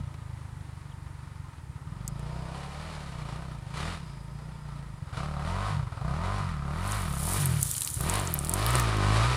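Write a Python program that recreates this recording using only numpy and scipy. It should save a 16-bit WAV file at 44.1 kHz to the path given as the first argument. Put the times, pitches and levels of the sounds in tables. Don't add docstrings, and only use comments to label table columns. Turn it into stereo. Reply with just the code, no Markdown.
import sys
import numpy as np
from scipy import signal
from scipy.fft import rfft, irfft
from scipy.io import wavfile
from scipy.ndimage import uniform_filter1d

SR = 44100
rng = np.random.default_rng(int(sys.argv[2]) if len(sys.argv) > 2 else 0)


def dump(signal):
    limited = np.clip(np.atleast_2d(signal).T, -1, 1)
    pcm = np.round(limited * 32767).astype(np.int16)
    wavfile.write(sys.argv[1], SR, pcm)


N = 412776

# (frequency [Hz], relative level [dB])
BARK_TONE = [(260, -30), (440, -9.5), (581, -4), (712, -6.5), (947, -1), (1160, 0.5), (1390, -0.5),
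             (1530, -6), (1690, -13.5), (2000, -7.5), (2600, -47.5), (4400, -120)]


def undb(db):
    return 10 ** (np.asarray(db) / 20)


def unit(x):
    return x / np.sqrt(np.mean(x ** 2))


def along(table, hz):
    f, v = np.transpose(table)
    return np.interp(np.log(hz + 1), np.log(f + 1), v)


def curves(table):
    s, *columns = np.transpose(table)
    return [np.interp(np.arange(N) / SR, s, c) for c in columns]


def colour(x, spectrum):
    log_gain = np.log(undb(along(spectrum, np.linspace(0, SR / 2, 2049))))
    cepstrum = irfft(log_gain)
    cepstrum[1:2048] *= 2
    cepstrum[2049:] = 0
    response = irfft(np.exp(rfft(cepstrum)))
    return signal.oaconvolve(np.atleast_2d(x), response[None], axes=1)[:, :N]


def walk(rate):
    hold = int(SR / rate)
    steps = np.repeat(rng.standard_normal(N // hold + 1), hold)
    return 0.56 * uniform_filter1d(uniform_filter1d(steps, hold), hold)[:N]


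def ports(mid, side):
    # (frequency [Hz], correlation [-1 to 1])
    likeness = [(60, 0.9), (130, 0.9), (290, 0.85), (640, 0.8), (1410, 0.85), (3100, 0.6), (6820, 0.3),
                (15000, 0.2)]
    # (frequency [Hz], left minus right [dB])
    left_db = [(60, 0.0), (110, 0.0), (200, 0.0), (380, -3.5), (700, -3.5), (1290, -3.0), (2380, -1.5),
               (4400, -2.0), (8120, 0.5), (15000, 0.0)]
    # (frequency [Hz], lead [rad])
    lead = [(300, 0.66), (1200, 0.29), (2200, 0.057), (4900, 0.81), (6600, 1), (9200, 0.99), (14000, 0.41)]
    hz = np.linspace(0, SR / 2, N // 2 + 1)
    alike = np.clip(along(likeness, hz), 0, 1)
    lean = undb(along(left_db, hz) / 2) * np.exp(.5j * along(lead, hz))
    shared = rfft(mid) * np.sqrt((1 + alike) / 2)
    unrelated = rfft(side) * np.sqrt((1 - alike) / 2)
    return irfft(np.array([(shared + unrelated) * lean, (shared - unrelated) / lean]), N)


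def hill():
    # (frequency [Hz], relative level [dB])
    air_tone = [(120, 12), (200, 1.5), (300, 0.5), (403, -7), (727, -10.5), (923, 3), (1310, -18),
                (1580, -10), (1790, -5.5), (2740, -16.5), (6160, -21.5), (9590, -17), (15200, -38.5),
                (16400, -32)]
    # (frequency [Hz], share of the power [0-1])
    shared_part = [(300, 0.72), (1200, 0.097), (4000, 0.15)]
    level_db = -48
    both, left, right = (rfft(x) for x in colour(rng.standard_normal((3, N)), air_tone))
    share = np.clip(along(shared_part, np.linspace(0, SR / 2, len(both))), 0, 1)
    air = irfft(np.sqrt(share) * both + np.sqrt(1 - share) * np.array([left, right]), N)
    return unit(air) * undb(level_db + 1.2 * walk(3))


def whine():
    # (time [s], level [dB])
    strength = [(0, -90), (1.7, -80), (2.2, -66.5), (3.0, -74), (3.5, -77), (4.1, -65), (4.7, -69),
                (5.0, -75), (6.5, -72), (9.36, -74)]
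    centre_hz, width_hz = 4970, 120
    level_db, = curves(strength)
    b, a = signal.iirpeak(centre_hz, centre_hz / width_hz, SR)
    band = unit(signal.lfilter(b, a, rng.standard_normal((2, N))))
    return ports(*band) * undb(level_db + 7.0 * walk(14))


def bird_note():
    start_s, length_s, glide_hz, peak_db = .912, 0.019, (3600, 2820), -55
    progress = np.clip((np.arange(N) / SR - start_s) / length_s, 0, 1)
    phase = 2 * np.pi * np.cumsum(np.interp(progress, [0, 1], glide_hz)) / SR
    return undb(peak_db) * np.sin(np.pi * progress) * np.sin(phase)


def knocks():
    # (time [s], centre frequency [Hz], peak level [dB])
    strikes = [(0.141, 650, -40), (8.75, 350, -23)]
    t60_s = .05
    t = np.arange(N) / SR
    out = np.zeros(N)
    for s, hz, db in strikes:
        fade = (t > s) * undb(-60 * np.abs(t - s) / t60_s)
        knock = signal.lfilter(*signal.iirpeak(hz, 1.2, SR), fade * rng.standard_normal(N))
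        out = out + undb(db) * knock / np.abs(knock).max()
    return out


def brush():
    # (time [s], level [dB])
    strength = [(6.55, -75), (6.71, -64), (6.91, -41), (7.09, -44.5), (7.32, -29.5), (7.56, -40),
                (7.64, -30.5), (8.1, -38), (8.32, -44.5), (8.56, -42), (8.79, -38.5), (8.87, -52),
                (9.1, -74)]
    # (frequency [Hz], relative level [dB])
    frond_tone = [(1060, -50), (1800, -32), (2350, -54), (2940, -13.5), (6090, -8.5), (8420, -2),
                  (9580, 3.5), (12900, -10.5), (15100, -10), (15900, -40), (16400, -66)]
    cracks_per_s, crack_decay_s = 550, 0.00046
    rustle_db, = curves(strength)
    s = np.arange(N) / SR
    moving = np.clip(np.minimum(s - strength[0][0], strength[-1][0] - s) / .1, 0, 1)
    hit = rng.random(N) < cracks_per_s / SR
    size_db = 3.7 * rng.exponential(size=N).clip(0, 2.8) + 3.1 * rng.standard_normal((2, N))
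    cracks = signal.lfilter([1], [1, -np.exp(-1 / (crack_decay_s * SR))], hit * undb(size_db))
    grain = (undb(0.7 * walk(40)) + cracks) * rng.standard_normal((2, N))
    return unit(colour(grain, frond_tone)) * undb(rustle_db) * moving


def snaps():
    # (time [s], main band peak [dB], main band centre [Hz],
    # second band against the main one [dB], left minus right [dB])
    twigs = [(2.0786, -16.5, 8460, -37, -5), (2.195, -36, 9270, -11, -4), (6.9208, -16, 8600, -34, -9),
             (7.2296, -25, 9500, -24, -2), (7.288, -22, 9630, -23, -5), (7.43, -27, 10260, -20, 1.5),
             (7.457, -8.5, 10100, -27, -4), (7.498, -30, 8830, -20, -1), (7.6153, -17, 9820, -25, 1.0),
             (7.6294, -4.5, 9500, -30, -3), (7.7135, -8.5, 9500, -15, 2), (7.7506, -26, 8850, 4.5, -6),
             (7.781, -11, 7850, -10, 1), (7.8085, -11, 9200, -16, -1), (7.8192, -6.5, 8700, -7.5, -7),
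             (7.8485, -11, 8500, -27, 3), (7.875, -11, 9400, -4.5, -5), (7.902, -18, 8560, -26, 2),
             (7.9423, -14, 8400, -25, 0.5), (8.0089, -15, 9600, -20, 0.5), (8.0975, -9, 7850, -28, -2),
             (8.139, -12, 9000, -7, -3), (8.1556, -14, 8660, -3.5, 4), (8.1978, -16.5, 8160, -26, -3),
             (8.274, -13, 7000, -26, 5), (8.3211, -23, 10600, -20, 1.5), (8.34, -6, 12400, -42, -3),
             (8.39, -10, 9200, -42, 0), (8.448, -14, 9000, -32, 1), (8.471, -19, 8700, -6, -3),
             (8.4947, -7, 9100, -34, -5), (8.516, -20, 8640, -5, -1.0), (8.538, -7, 9500, -35, -4),
             (8.5829, -31, 8870, -8, 0.0), (8.6278, -30, 10300, 7, -1.0), (8.6644, -9.5, 10300, -4, 4),
             (8.7058, -14, 8500, -15, -6), (8.7549, -8.5, 8750, -6.5, 0), (8.798, -8, 9450, -29, -3),
             (8.9695, -26, 9700, 5, -5)]
    length = 900
    out, t = np.zeros((2, N + length)), np.arange(length) / SR
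    noise = rng.standard_normal((len(twigs), 3, length))
    envelope = t / 0.00012 * np.exp(-t / 0.000083) + 0.048 * np.exp(-t / 0.0036)
    for (s, db, hz, second_db, pan_db), (both, left, right) in zip(twigs, noise):
        burst = (both + .9 * np.array([left, right])) * envelope
        snap = 0
        for centre_hz, q, part_db in [(hz, 2.1, 0), (4000., 1.1, second_db)]:
            b, a = signal.iirpeak(centre_hz, q, SR)
            part = signal.lfilter(b, a, signal.lfilter(b, a, burst))
            snap = snap + undb(part_db) * part / np.abs(part).max()
        at = int(s * SR)
        out[:, at:at + length] += snap * undb(db + np.array([[pan_db], [-pan_db]]) / 2)
    return out[:, :N]


def crank(hz):
    chugs = [.219, 3.878, 5.07, 5.171, 5.203, 5.394, 5.449, 5.766, 5.92, 5.971, 6.012, 6.109, 6.138, 6.189,
             7.912, 7.968, 8.036, 8.087, 8.616, 9.004, 9.084, 9.159, 9.266]
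    cycle, gained = np.cumsum(hz) / SR, [0]
    at = (np.array(chugs) * SR).astype(int)
    for c in cycle[at]:
        gained.append(np.round(c + gained[-1]) - c)
    return 1 + cycle + np.interp(np.arange(N), at, gained[1:])


def throttle_shut():
    # (start [s], length [s], share shut [0-1])
    lifts = [(-.1, 1.98, 0.89), (3.6, 0.087, 0.8), (4.99, 0.19, 0.7), (5.687, 0.34, 0.56),
             (6.393, 0.086, 0.48), (7.376, 0.63, 0.77), (8.203, 0.17, 0.36), (8.933, 0.29, 0.06)]
    edge_s = 0.015
    t = np.arange(N) / SR
    shut = 0
    for start, length, share in lifts:
        shut = shut + share * np.clip(np.minimum(t - start, start + length - t) / edge_s, 0, 1)
    return np.clip(shut, 0, 1)


def orders(hz, cycle, chance, thump_db, shut, growl_db):
    # (frequency [Hz], relative level [dB])
    silencer = [(18, -12), (30, 2), (40, 2.5), (55, 3), (80, 2), (115, 2.5), (150, 6), (175, -2),
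                (210, -10), (250, -28), (280, -50)]
    # (frequency [Hz], level against the growl curve [dB])
    cases = [(200, -47), (250, -17), (290, -15.5), (340, -13.5), (390, -12), (450, -55), (600, -49)]
    open_db = [0.5, 3, -10.5, 1, 2.5]
    shut_db = [-30, -4, 5, 3.5, 1.5]
    # (frequency [Hz], width [Hz])
    pipe_delays = [(150, 92)]
    knee_hz, shut_db_per_oct = 142, -30
    lug_hz, lug_db_per_hz = 22.6, [2.5, 2, 2.5]

    turn = np.arange(len(chance))
    uneven = np.clip((42 - hz) / 16, .2, 1.1)
    step = np.arange(0, N, 64)
    stack_hz, shut = np.outer(np.arange(1, 21), hz[step]), shut[step]
    tail_db = along(silencer, stack_hz)
    tail_db[:len(open_db)] += np.outer(open_db, 1 - shut) + np.outer(shut_db, shut)
    tail_db += shut_db_per_oct * shut * np.log2(stack_hz / knee_hz).clip(0)
    tail_db[:len(lug_db_per_hz)] -= np.outer(lug_db_per_hz, (lug_hz - hz[step]).clip(0))
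    tail = undb(tail_db)
    tail *= undb(thump_db[step]) / np.sqrt(np.sum(tail ** 2, axis=0))
    gains = tail + undb(growl_db[step] + along(cases, stack_hz))
    pipe = 0
    for k in range(1, 21):
        gain = np.interp(np.arange(N), step, gains[k - 1])
        wobble_db = uneven * np.interp(cycle, turn, 1.4 * chance[:, 0] + 1.8 * chance[:, k])
        loose = uneven * np.clip(k * hz / 70 - 2, 1, 3.5)
        slip = loose * np.interp(cycle, turn, .3 * chance[:, 20 + k])
        slip = slip + uneven * np.interp(cycle, turn, .05 * k * chance[:, 43])
        pipe = pipe + np.sqrt(2) * gain * undb(wobble_db) * np.cos(2 * np.pi * k * cycle + slip)
    pipe = pipe * np.clip(np.arange(N) / (.004 * SR), 0, 1)
    for f, w in pipe_delays:
        a = signal.iirpeak(f, f / w, SR)[1]
        pipe = signal.lfilter(a[::-1], a, pipe)
    return pipe


def clatter(hz, cycle, chance, puff, crack_gain):
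    # (frequency [Hz], relative level [dB])
    crack_tone = [(200, -31.5), (300, -2.5), (400, -3), (520, -4.5), (700, 6), (900, 0.5), (1150, 13.5),
                  (1450, 1.5), (1700, -7), (2100, -6.5), (2700, -16), (4400, -40.5)]
    crack_db = -1
    at = np.flatnonzero(np.diff(np.floor(cycle)))
    clicks = np.zeros(N)
    clicks[at] = undb(1.2 * chance[:len(at), 41]) / np.sqrt(hz[at])
    share = undb(5.0 * np.array([walk(1.8) for _ in range(3)]))
    share /= np.sqrt(np.sum(share ** 2, axis=0))
    patterns = rng.standard_normal((3, 2, 300))
    angle = (cycle % 1 * 300).astype(int)
    rattle = puff * sum(w * p[:, angle] for w, p in zip(share, patterns))
    crack = np.array([[1], [.15]]) * unit(colour(clicks, crack_tone))
    return unit(colour(rattle, BARK_TONE)) + undb(crack_db) * crack_gain * crack


def banks(x):
    tail_db, t60_s = -6, 0.13
    t = np.arange(SR // 5) / SR
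    tail = rng.standard_normal((2, len(t))) * undb(-60 * t / t60_s) * (t > .003)
    tail = tail / np.sqrt(np.sum(tail[0] ** 2))
    return x + undb(tail_db) * signal.oaconvolve(x, tail, axes=1)[:, :N]


def bike():
    # (time [s], firing rate [Hz])
    speed = [(0, 28), (.13, 27.3), (.78, 24.1), (1.41, 23.9), (1.54, 20.7), (1.69, 16), (1.8, 16.8),
             (2.01, 25.2), (2.37, 31.9), (2.5, 32), (2.61, 35.8), (2.71, 35), (2.87, 41), (3.28, 27.2),
             (3.44, 33.9), (3.65, 23.5), (3.75, 29.7), (3.83, 39), (3.91, 44.3), (3.99, 36.5), (4.07, 27.8),
             (4.25, 26.5), (4.48, 30.4), (4.87, 27.5), (5.05, 20.2), (5.11, 18.1), (5.21, 34.5),
             (5.28, 38.4), (5.37, 35), (5.58, 48.7), (5.68, 53.4), (5.74, 49.1), (5.81, 29.8), (5.91, 19.2),
             (6.07, 32), (6.33, 50.8), (6.41, 48.9), (6.57, 35.7), (6.65, 34.6), (6.72, 37.1), (6.86, 49.1),
             (6.96, 53.3), (7.06, 40), (7.12, 33.9), (7.19, 32.4), (7.27, 42.6), (7.38, 51.6), (7.66, 28.9),
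             (7.9, 18.1), (7.95, 19.2), (8.0, 30.3), (8.16, 52.3), (8.24, 46.5), (8.39, 34.3), (8.47, 39.6),
             (8.65, 56.1), (8.75, 62.8), (8.86, 55.4), (9.03, 48.6), (9.12, 53.5), (9.27, 63.2),
             (9.36, 61.4)]
    # (time [s], thump of the firings [dB], throttle as the level of the bark [dB])
    effort = [(0, -32.5, -59), (.1, -40.5, -59), (.8, -41, -60), (1.5, -43.5, -59), (1.67, -41.5, -64),
              (2.03, -36.5, -54), (2.24, -35, -55.5), (2.4, -35, -60.5), (2.5, -36.5, -55.5),
              (2.7, -41, -56.5), (2.87, -39, -52), (3.05, -40, -54), (3.25, -37, -53), (3.3, -36, -48.5),
              (3.42, -39.5, -53.5), (3.62, -40.5, -61.5), (3.72, -38, -54.5), (3.76, -37, -42.5),
              (3.86, -32.5, -42.5), (3.94, -39, -45.5), (4.03, -40.5, -56.5), (4.2, -41, -62.5),
              (4.64, -40.5, -59.5), (4.73, -39.5, -54.5), (5.0, -42, -62.5), (5.11, -43, -56),
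              (5.14, -29, -41), (5.19, -32, -39), (5.3, -34.5, -47), (5.38, -32.5, -45.5),
              (5.55, -30.5, -38.5), (5.69, -32.5, -37), (5.79, -27, -43), (5.89, -39.5, -47.5),
              (6.05, -29, -44), (6.15, -32, -43), (6.27, -31, -38.5), (6.43, -30.5, -38),
              (6.57, -32.5, -45.5), (6.7, -32, -43), (6.94, -31.5, -36.5), (7.09, -30.5, -43),
              (7.24, -30.5, -46.5), (7.33, -31.5, -42.5), (7.44, -26, -41), (7.57, -26, -46),
              (7.7, -39.5, -54), (7.86, -47, -55), (7.95, -36.5, -60), (8.0, -28.5, -45.5),
              (8.11, -30, -39), (8.22, -32.5, -41.5), (8.38, -33.5, -47), (8.48, -32.5, -47.5),
              (8.62, -28.5, -38), (8.76, -25, -34.5), (8.92, -28, -36.5), (9.1, -23.5, -33.5),
              (9.23, -23.5, -32.5), (9.36, -29, -37.5)]
    # (time [s], growl [dB], low bark [dB], hiss [dB])
    turning = [(0, -8, -1.5, 0), (1.5, -12, -9, -2), (2.1, -1, -1.5, -3.5), (2.4, 12.5, 13.5, 8),
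               (3.0, -20, 2, 7), (3.5, 5.5, 5, 3), (3.85, -17, -5.5, 5), (4.3, 4, 3.5, 1.5),
               (5.1, -24, -3, -0.5), (5.35, -20, 4, -1.5), (5.7, -24, -4.5, -4.5), (6.1, -12, 3.5, -4),
               (6.35, -11, -4, -5), (6.48, -25, -15, -5.5), (6.7, -3, -0.5, -6), (6.95, -12, -14.5, -1.5),
               (7.25, -3, 5, 2.5), (7.5, 4, -10, 4.5), (7.75, -16, -26, 7), (8.03, 5, 1, 2.5),
               (8.3, 1.5, 0, 5), (8.55, 8.5, 4.5, 3.5), (8.72, -6, -10, 3), (9.0, 6.5, -3, -1.5),
               (9.36, -15, -11, 3.5)]
    # (firing rate [Hz], size [ratio])
    second_puff = [(30, 0.04), (60, 1)]
    # (frequency [Hz], relative level [dB])
    hiss_tone = [(880, -8), (1500, -8), (1620, -10.5), (1900, -7.5), (2120, -12), (2340, -7), (2690, -12.5),
                 (3000, -9.5), (3150, -13), (3350, -12), (3550, -12.5), (3780, -11), (4100, -12.5),
                 (4390, -12), (4700, -14), (6240, -20), (9850, -19.5), (12900, -40.5), (15100, -44),
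                 (16000, -64)]
    quiet_db, split_hz = -54, 850

    smooth = [uniform_filter1d(c, int(.03 * SR)) for c in curves(speed) + curves(effort)]
    hz, thump_db, bark_db = smooth
    shut = throttle_shut()
    growl_db, body_db, hiss_db = bark_db + np.array(curves(turning))
    cycle = crank(hz)
    chance = rng.standard_normal((int(cycle[-1]) + 2, 44))

    opened = np.clip((bark_db - quiet_db) / 8 + .5, .15, 1)
    flow = np.clip(hz / 90, .22, .6) + .6 * (1 - opened)
    first = np.exp(-(cycle % 1) / .25)
    second = along(second_puff, hz) * np.exp(-((cycle + .5) % 1) / .3)
    puff = uniform_filter1d(flow + first + second, int(.003 * SR))
    puff = puff * undb(chance[cycle.astype(int), 42])

    clean = np.clip((hz - 12) / 30, .45, .93)
    rush = unit(colour(puff * rng.standard_normal((2, N)), BARK_TONE))
    repeating = unit(clatter(hz, cycle, chance, puff, opened * (1 - .8 * shut)))
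    gas = banks(np.sqrt(1 - clean) * rush + np.sqrt(clean) * repeating)
    low = signal.butter(3, split_hz, "low", fs=SR, output="sos")
    high = signal.butter(3, split_hz, "high", fs=SR, output="sos")
    body, bark = unit(signal.sosfilt(low, gas)), unit(signal.sosfilt(high, gas))
    hiss = unit(colour((0.53 + puff) * rng.standard_normal((2, N)), hiss_tone))
    hiss = hiss * undb(hiss_db + 2.2 * walk(30))
    exhaust = body * undb(body_db) + bark * undb(bark_db) + hiss
    return orders(hz, cycle, chance, thump_db, shut, growl_db) + ports(*exhaust)


def scene():
    return bike() + brush() + snaps() + hill() + bird_note() + knocks() + whine()


def record(dry):
    dry = signal.sosfilt(signal.butter(3, 40., "high", fs=SR, output="sos"), dry)
    return signal.sosfilt(signal.ellip(10, .2, 80, 16200, fs=SR, output="sos"), dry)


dry = scene()
out = record(dry)
dump(out)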